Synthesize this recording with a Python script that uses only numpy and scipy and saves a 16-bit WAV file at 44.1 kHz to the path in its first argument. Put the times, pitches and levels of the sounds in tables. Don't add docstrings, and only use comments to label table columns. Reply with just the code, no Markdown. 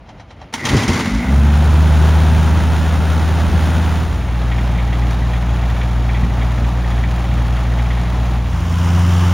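import sys
import numpy as np
from scipy import signal
from scipy.fft import rfft, irfft, next_fast_len
from scipy.io import wavfile
from scipy.ndimage import map_coordinates

SR = 44100
rng = np.random.default_rng(int(sys.argv[2]) if len(sys.argv) > 2 else 0)


def master(y):
    cut = np.clip(np.atleast_2d(y).T, -1, 1)
    pcm = np.round(cut * 32767)
    wavfile.write(sys.argv[1], SR, pcm.astype(np.int16))


N = 411453
T = np.arange(N) / SR

# f/Hz, relative spectral density/dB
FIELD_SPECTRUM = [(20, -6), (70, 3), (130, -4.5), (300, -11.5), (440, -18.5), (600, -12.5), (850, -16.5),
                  (1500, -24.5), (3000, -30), (6000, -45), (12000, -55)]
CHUFF_SPECTRUM = [(200, -24), (440, -10), (780, 3.5), (1100, -9), (2500, -13.5), (4500, -20), (7000, -27),
                  (11000, -51), (16000, -60)]
CLATTER_SPECTRUM = [(240, -36), (400, -1), (715, -4.5), (809, 0), (1710, -5.5), (1990, -5), (2920, -10),
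                    (6280, -15.5), (7670, -18.5), (8150, -29), (9070, -24.5), (15500, -29)]
TOOTH_SPECTRUM = [(120, -25), (230, 10), (600, -26), (900, -2), (1400, -13), (3200, -4), (4500, -11),
                  (6200, -7), (9200, -18), (11200, -26), (15500, -22)]
AIRFRAME_SPECTRUM = [(25, -36), (55, -6), (90, 2.5), (140, -2.5), (185, -9), (250, -3.5), (330, -8),
                     (460, -19), (600, -30), (1000, -61), (3000, -100)]
# f/Hz, bandwidth/Hz, level/dB
STARTER_MODES = [(1990, 92, 1), (2155, 170, 2)]
GEARCASE_MODES = [(886, 130, 4.5), (1410, 120, -5), (1890, 110, 3), (2200, 150, -2.5), (3200, 150, 2),
                  (4010, 90, -2), (5440, 180, -5), (6080, 130, -5)]
BACKLASH_MODES = [(1900, 280, 9), (2280, 440, 5.5), (3280, 700, -1)]
# t/s, relative level/dB
TOOTH_IMPACTS = [(0.5374, -7), (0.6514, -4.5), (0.6664, -28), (0.6896, -8), (0.7647, -10.5), (0.8314, -11),
                 (0.8785, -7), (0.9294, -11.5)]
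FIRST_FIRINGS = [(0.707, -1), (0.731, 1.5), (0.747, -6), (0.769, -8), (0.892, 1.5)]
UNEVEN_FIRINGS = [(2.61, -3.5), (3.505, -12), (3.555, 3.5), (5.445, 0.5), (6.242, 4.5), (6.6, -4),
                  (7.31, 1.5)]
HARD_KNOCKS = [(4.513, -28), (4.58, -31), (4.782, -31), (4.922, -31), (5.331, -31), (5.81, -29),
               (6.088, -31), (6.144, -30), (6.411, -29), (7.034, -31), (7.561, -31), (7.902, -31),
               (7.972, -31)]
# f/Hz, level/dB
SILENCER_RESPONSE = [(60, -33), (140, -16), (190, -1.5), (220, -1), (255, -0.5), (300, -18.5), (700, -66)]
PIPE_RESPONSE = [(20, -16), (38, -24), (56, 2.5), (90, 4), (130, -1), (220, -3), (300, -13.5), (450, -24),
                 (900, -47), (4000, -100)]
# t/s, firing rate/Hz
FRONT_RATE = [(0.7, 24), (1.1, 48), (1.3, 68), (1.65, 75.8), (2.4, 79), (4.3, 81.3)]
COWL_RATE = [(4.4, 59.57), (5.5, 59.15), (8.4, 59.54)]
SIDE_RATE = [(8.4, 83.44), (9.15, 88.1), (9.33, 89)]
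# multiple of the firing rate (sounded at the nearest quarter), level/dB
FRONT_LINES = [(1, 2), (1.25, -19), (2, -8.5), (2.75, -29), (3, -19.5), (5, -28.5)]
COWL_LINES = [(0.998, 0.5), (1.75, -19), (2, -6.5), (2.75, -19.5), (3, -17), (3.999, -21.5), (5, -24.5)]
SIDE_LINES = [(0.5, -30), (0.75, -32), (1, 0.5), (1.25, -18), (1.75, -17), (2, -8), (2.75, -44), (3, -20),
              (4, -25.5)]
BURBLE_DB = {"front": -20, "cowl": -18.5, "side": -22}
# multiple of the blade-passing rate, level/dB
BLADE_LINES = [(1, 2.5), (2, -1), (3, 3.5), (4, -2.5)]
# f/Hz, relative spectral density/dB
FRONT_WASH = [(180, 0), (300, -0.5), (430, -5.5), (900, -2.5), (1060, -7), (1450, -7), (2200, -14),
              (3500, -16.5), (4700, -24), (6500, -24.5), (9200, -28.5), (11000, -33.5), (15500, -28)]
COWL_WASH = [(180, -6.5), (300, -4.5), (400, -6.5), (830, -2.5), (1000, -5.5), (1650, -11), (2300, -14.5),
             (2700, -16.5), (3700, -18.5), (4700, -25.5), (6700, -27), (9200, -33), (11000, -36),
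             (15500, -31)]
SIDE_WASH = [(180, -28), (330, -3.5), (450, -7), (650, -5), (1000, -1.5), (1500, -7), (2400, -14.5),
             (3000, -10.5), (4200, -22), (5500, -18), (7500, -21.5), (9200, -29.5), (11000, -29.5),
             (15500, -25)]
# f/Hz, relative spectral density/dB
DRAUGHT_SPECTRUM = [(20, -25), (45, -5), (75, 9), (160, -3), (260, -11), (450, -42), (1500, -84)]
# f/Hz, gain/dB
MID_RESPONSE = [(20, -20), (36, -2), (52, 1), (7000, 1), (7650, -5), (8000, -42), (8450, -39), (8800, 0),
                (9300, 3), (11000, -5)]
# f/Hz, side gain/dB
STEREO_WIDTH = [(60, -28), (200, -21.5), (500, -22), (1000, -21.5), (2000, -57), (3300, -14.5),
                (5500, -39.5), (7000, -10), (8200, 4), (9400, 3), (11500, -33), (14000, -6)]
# start t/s, end t/s
CROSSFADES = [(3.85, 4.42), (8.35, 8.94)]

STARTER_ON_S, STARTER_OFF_S = 0.525, 1.287
REDUCTION_RATIO = 2.543


def amp(db):
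    return 10 ** (np.asarray(db) / 20)


def unit(x):
    return x / np.sqrt(np.mean(x ** 2) + 1e-20)


def gain(spectrum, hz):
    f, db = np.transpose(spectrum)
    return amp(np.interp(np.log(hz + 1), np.log(f + 1), db))


def curve(rows):
    return np.interp(T, *np.transpose(rows))


def ramp(start, end):
    return np.clip((T - start) / max(end - start, 1 / SR), 0, 1)


def held(start, rise, end, fall):
    return ramp(start, start + rise) * (1 - ramp(end, end + fall))


def bump(at_s, width_s):
    return np.exp(-((T - at_s) / width_s) ** 2)


def wobble(rate):
    return map_coordinates(rng.standard_normal(int(N * rate / SR) + 4), [T * rate])


def filtered(x, response):
    size = next_fast_len(N + SR // 4, True)
    return irfft(rfft(x, size) * response(np.fft.rfftfreq(size, 1 / SR)), size)[..., :N]


def noise(spectrum):
    return unit(filtered(rng.standard_normal((2, N)), lambda hz: gain(spectrum, hz)))


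def ringing(modes):
    body = lambda f: sum(amp(db) / (1 + ((f - hz) / (width / 2)) ** 2) for hz, width, db in modes)
    return unit(filtered(rng.standard_normal((2, N)), body))


def puff(spectrum, size=4096):
    cepstrum = irfft(np.log(gain(spectrum, np.fft.rfftfreq(size, 1 / SR)) + 1e-6))
    cepstrum[1:size // 2] *= 2
    cepstrum[size // 2 + 1:] = 0
    pulse = irfft(np.exp(rfft(cepstrum)))
    return pulse / np.abs(pulse).max()


def strike(times, sizes, shape):
    hits = np.bincount(np.clip(np.asarray(times) * SR, 0, N).astype(int), sizes, N + 1)
    return signal.fftconvolve(hits, shape)[:N]


def bursts(rows, attack_s, t60_s):
    times, db = np.transpose(rows)
    t = T[:SR // 2]
    shape = (1 - np.exp(-t / attack_s)) * amp(-60 * t / t60_s)
    return strike(times, amp(db), shape / shape.max())


def passes(turns):
    return T[1:][np.diff(np.floor(turns)) > 0]


def tones(turns, lines):
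    total = 0
    for order, db in lines:
        order = round(4 * order) / 4
        lag = np.pi / 4 * (order - 1) * (order - 2)
        total += amp(db) * np.cos(2 * np.pi * order * turns - lag)
    return unit(total)


def bounced(x, delay_ms, share):
    return filtered(x, lambda hz: 1 - share * np.exp(-2j * np.pi * hz * delay_ms / 1000))


def centred(x):
    return np.array([x, np.zeros(N)])


def spread(x, db):
    return np.array([x[0], amp(db) * x[1]])


def airfield():
    return centred(amp(-41 + 2.5 * wobble(14)) * noise(FIELD_SPECTRUM)[0])


def cranking(first_s=0.088, period_s=0.1084):
    times = first_s + period_s * np.arange(4)
    squeeze = sum(bump(s + 0.004, 0.031) for s in times)
    release = bursts([(s, 7.5) for s in times], attack_s=0.002, t60_s=0.1)
    whirr = amp(-65) * (1 - ramp(0.55, 0.7)) * ringing(STARTER_MODES)
    chuff = noise(CHUFF_SPECTRUM) + amp(-7) * ringing(GEARCASE_MODES)
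    return amp(-50.5) * (squeeze + release) * chuff + whirr


def starter_grind(swing_hz=40):
    envelope = amp(-33.5 + 1.8 * wobble(69.3)) * held(STARTER_ON_S, 0.083, STARTER_OFF_S, 0.04)
    analytic = signal.hilbert(ringing(STARTER_MODES), next_fast_len(N))[..., :N]
    drift = np.cumsum(swing_hz * wobble(18)) / SR
    return envelope * np.real(analytic * np.exp(2j * np.pi * drift))


def gear_clatter(end_s=0.99, fade_s=0.33):
    light = amp(-33.5) * held(STARTER_ON_S, 0.005, end_s, fade_s)
    hard = amp(-26) * held(0.648, 0.015, end_s, fade_s)
    flicker = amp(1.6 * wobble(220) + 1.3 * wobble(44.55))
    return np.hypot(light, hard) * flicker * noise(CLATTER_SPECTRUM)


def tooth_clacks():
    envelope = amp(-15.5) * bursts(TOOTH_IMPACTS, attack_s=0.0013, t60_s=0.093)
    return envelope * (noise(TOOTH_SPECTRUM) + amp(-2) * ringing(GEARCASE_MODES))


def airframe_shudder():
    sustained = amp(-22) * held(0.54, 0.19, 0.96, 0.32)
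    decaying = amp(-15.5) * bursts(FIRST_FIRINGS, attack_s=0.003, t60_s=0.23)
    shaking = np.hypot(sustained, decaying) * amp(1.1 * wobble(58.7)) * noise(AIRFRAME_SPECTRUM)[0]
    times, db = np.transpose(FIRST_FIRINGS)
    kicks = strike(times, amp(db - 7.5), puff(AIRFRAME_SPECTRUM))
    return centred(shaking + kicks)


def silencer_boom(rate):
    times = passes(np.cumsum(rate) / SR)
    late, size = rng.standard_normal((len(times), 2)).T
    pulses = strike(times + 0.0005 * late, amp(2 * size), puff(SILENCER_RESPONSE))
    return centred(amp(-20.5) * held(0.82, 0.09, 1.23, 0.5) * unit(pulses))


def exhaust(firings, lines, level_db, burble_db):
    strength = amp(sum(db * bump(s, 0.012) for s, db in UNEVEN_FIRINGS))
    times = passes(firings + 0.2964)
    pulses = unit(strike(times, rng.uniform(-0.71, 1, len(times)), puff(PIPE_RESPONSE)))
    unrest = 1.5 + sum(0.43 * min(abs(db), 6) * bump(s, 0.046) for s, db in UNEVEN_FIRINGS)
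    burble = amp(burble_db) * unrest * (centred(pulses) + 0.8 * noise(PIPE_RESPONSE))
    return amp(level_db) * strength * (centred(tones(firings, lines)) + burble)


def valve_ticks(firings, wash, level_db):
    seats = passes(2 * firings)
    late, size = rng.standard_normal((len(seats), 2)).T
    impacts = np.column_stack([seats + 0.0017 * late, level_db + 4 * size])
    ticks = bursts(impacts, attack_s=0.00028, t60_s=0.033)
    hiss = filtered(wash, lambda hz: hz ** 2 / (hz ** 2 + 1700 ** 2))
    return hiss * (ticks - ticks.mean())


def propeller_and_valves(firings, wash, level_db, blade_db, swish_db, swish_from_hz, tick_db):
    blades = firings * 2 / REDUCTION_RATIO
    thrum = amp(level_db + blade_db + 1.5 * wobble(6)) * tones(blades, BLADE_LINES)
    wash = wash * amp(level_db + 0.58 * wobble(25))
    treble = filtered(wash, lambda hz: hz ** 2 / (hz ** 2 + swish_from_hz ** 2))
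    swell = np.cos(2 * np.pi * blades) + 0.5 * np.cos(4 * np.pi * blades)
    swish = treble * (amp(swish_db * swell) - 1)
    return centred(thrum) + wash + swish + valve_ticks(firings, wash, tick_db)


def run_up_from_front(idle_hz=77.6, db_per_octave=15.5):
    rate = curve(FRONT_RATE)
    firings = np.cumsum(rate) / SR
    eased = ramp(2.24, 2.81)
    cough = amp(-13) * bump(1.162, 0.04)
    steady = amp(-11 - 4 * eased) * ramp(1.237, 1.347)
    exhaust_db = 20 * np.log10(cough + steady + 1e-6)
    machine_db = -24 - eased + db_per_octave * np.log2(np.minimum(rate / idle_hz, 1))
    wash = bounced(noise(FRONT_WASH), delay_ms=1.75, share=0.061)
    running = exhaust(firings, FRONT_LINES, exhaust_db, BURBLE_DB["front"])
    running += propeller_and_valves(firings, wash, machine_db, blade_db=-2,
                                    swish_db=1.25, swish_from_hz=420, tick_db=-16)
    return ramp(0.99, 1.23) * running + silencer_boom(rate)


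def draught(sheltered, front_db=-28.5, lee_db=-39):
    level_db = front_db + (lee_db - front_db) * sheltered + wobble(5)
    return amp(level_db) * ramp(1.5, 1.85) * noise(DRAUGHT_SPECTRUM)[1]


def slow_idle_at_cowling():
    firings = np.cumsum(curve(COWL_RATE)) / SR
    wash = bounced(noise(COWL_WASH), delay_ms=1.96, share=0.087)
    running = exhaust(firings, COWL_LINES, level_db=-16, burble_db=BURBLE_DB["cowl"])
    running += propeller_and_valves(firings, wash, level_db=-30.5, blade_db=-28,
                                    swish_db=0.7, swish_from_hz=810, tick_db=-9.5)
    return running + gearbox_rattle(firings)


def gearbox_rattle(firings, attack_s=0.005, t60_s=0.09):
    times = passes(firings / 4 + 0.3)
    sizes_db = -38.5 + 5 * rng.uniform(-1.3, 1, len(times))
    light = bursts(np.column_stack([times, sizes_db]), attack_s, t60_s)
    hard = bursts(HARD_KNOCKS, attack_s, t60_s)
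    return np.maximum(light, hard) * ringing(BACKLASH_MODES)


def fast_idle_from_side():
    firings = np.cumsum(curve(SIDE_RATE)) / SR
    wash = bounced(noise(SIDE_WASH), delay_ms=1.19, share=0.04)
    running = exhaust(firings, SIDE_LINES, level_db=-13, burble_db=BURBLE_DB["side"])
    return running + propeller_and_valves(firings, wash, level_db=-27.5, blade_db=-10,
                                          swish_db=1.5, swish_from_hz=900, tick_db=-16)


def scene():
    to_cowling, to_side = [ramp(start, end) for start, end in CROSSFADES]
    mix = airfield()
    start = cranking() + airframe_shudder() + gear_clatter() + starter_grind() + tooth_clacks()
    mix += (1 - to_cowling) * (spread(start, db=6) + run_up_from_front())
    mix += to_cowling * (1 - to_side) * slow_idle_at_cowling()
    mix += to_side * spread(fast_idle_from_side(), db=4.5)
    mid = filtered(mix[0], lambda hz: gain(MID_RESPONSE, hz))
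    side = filtered(mix[1], lambda hz: gain(STEREO_WIDTH, hz)) + draught(to_cowling)
    return np.array([mid * amp(0.56) + side, mid * amp(0.33) - side])


def record(dry):
    return filtered(dry, lambda hz: hz < 15850)


dry = scene()
out = record(dry)
master(out)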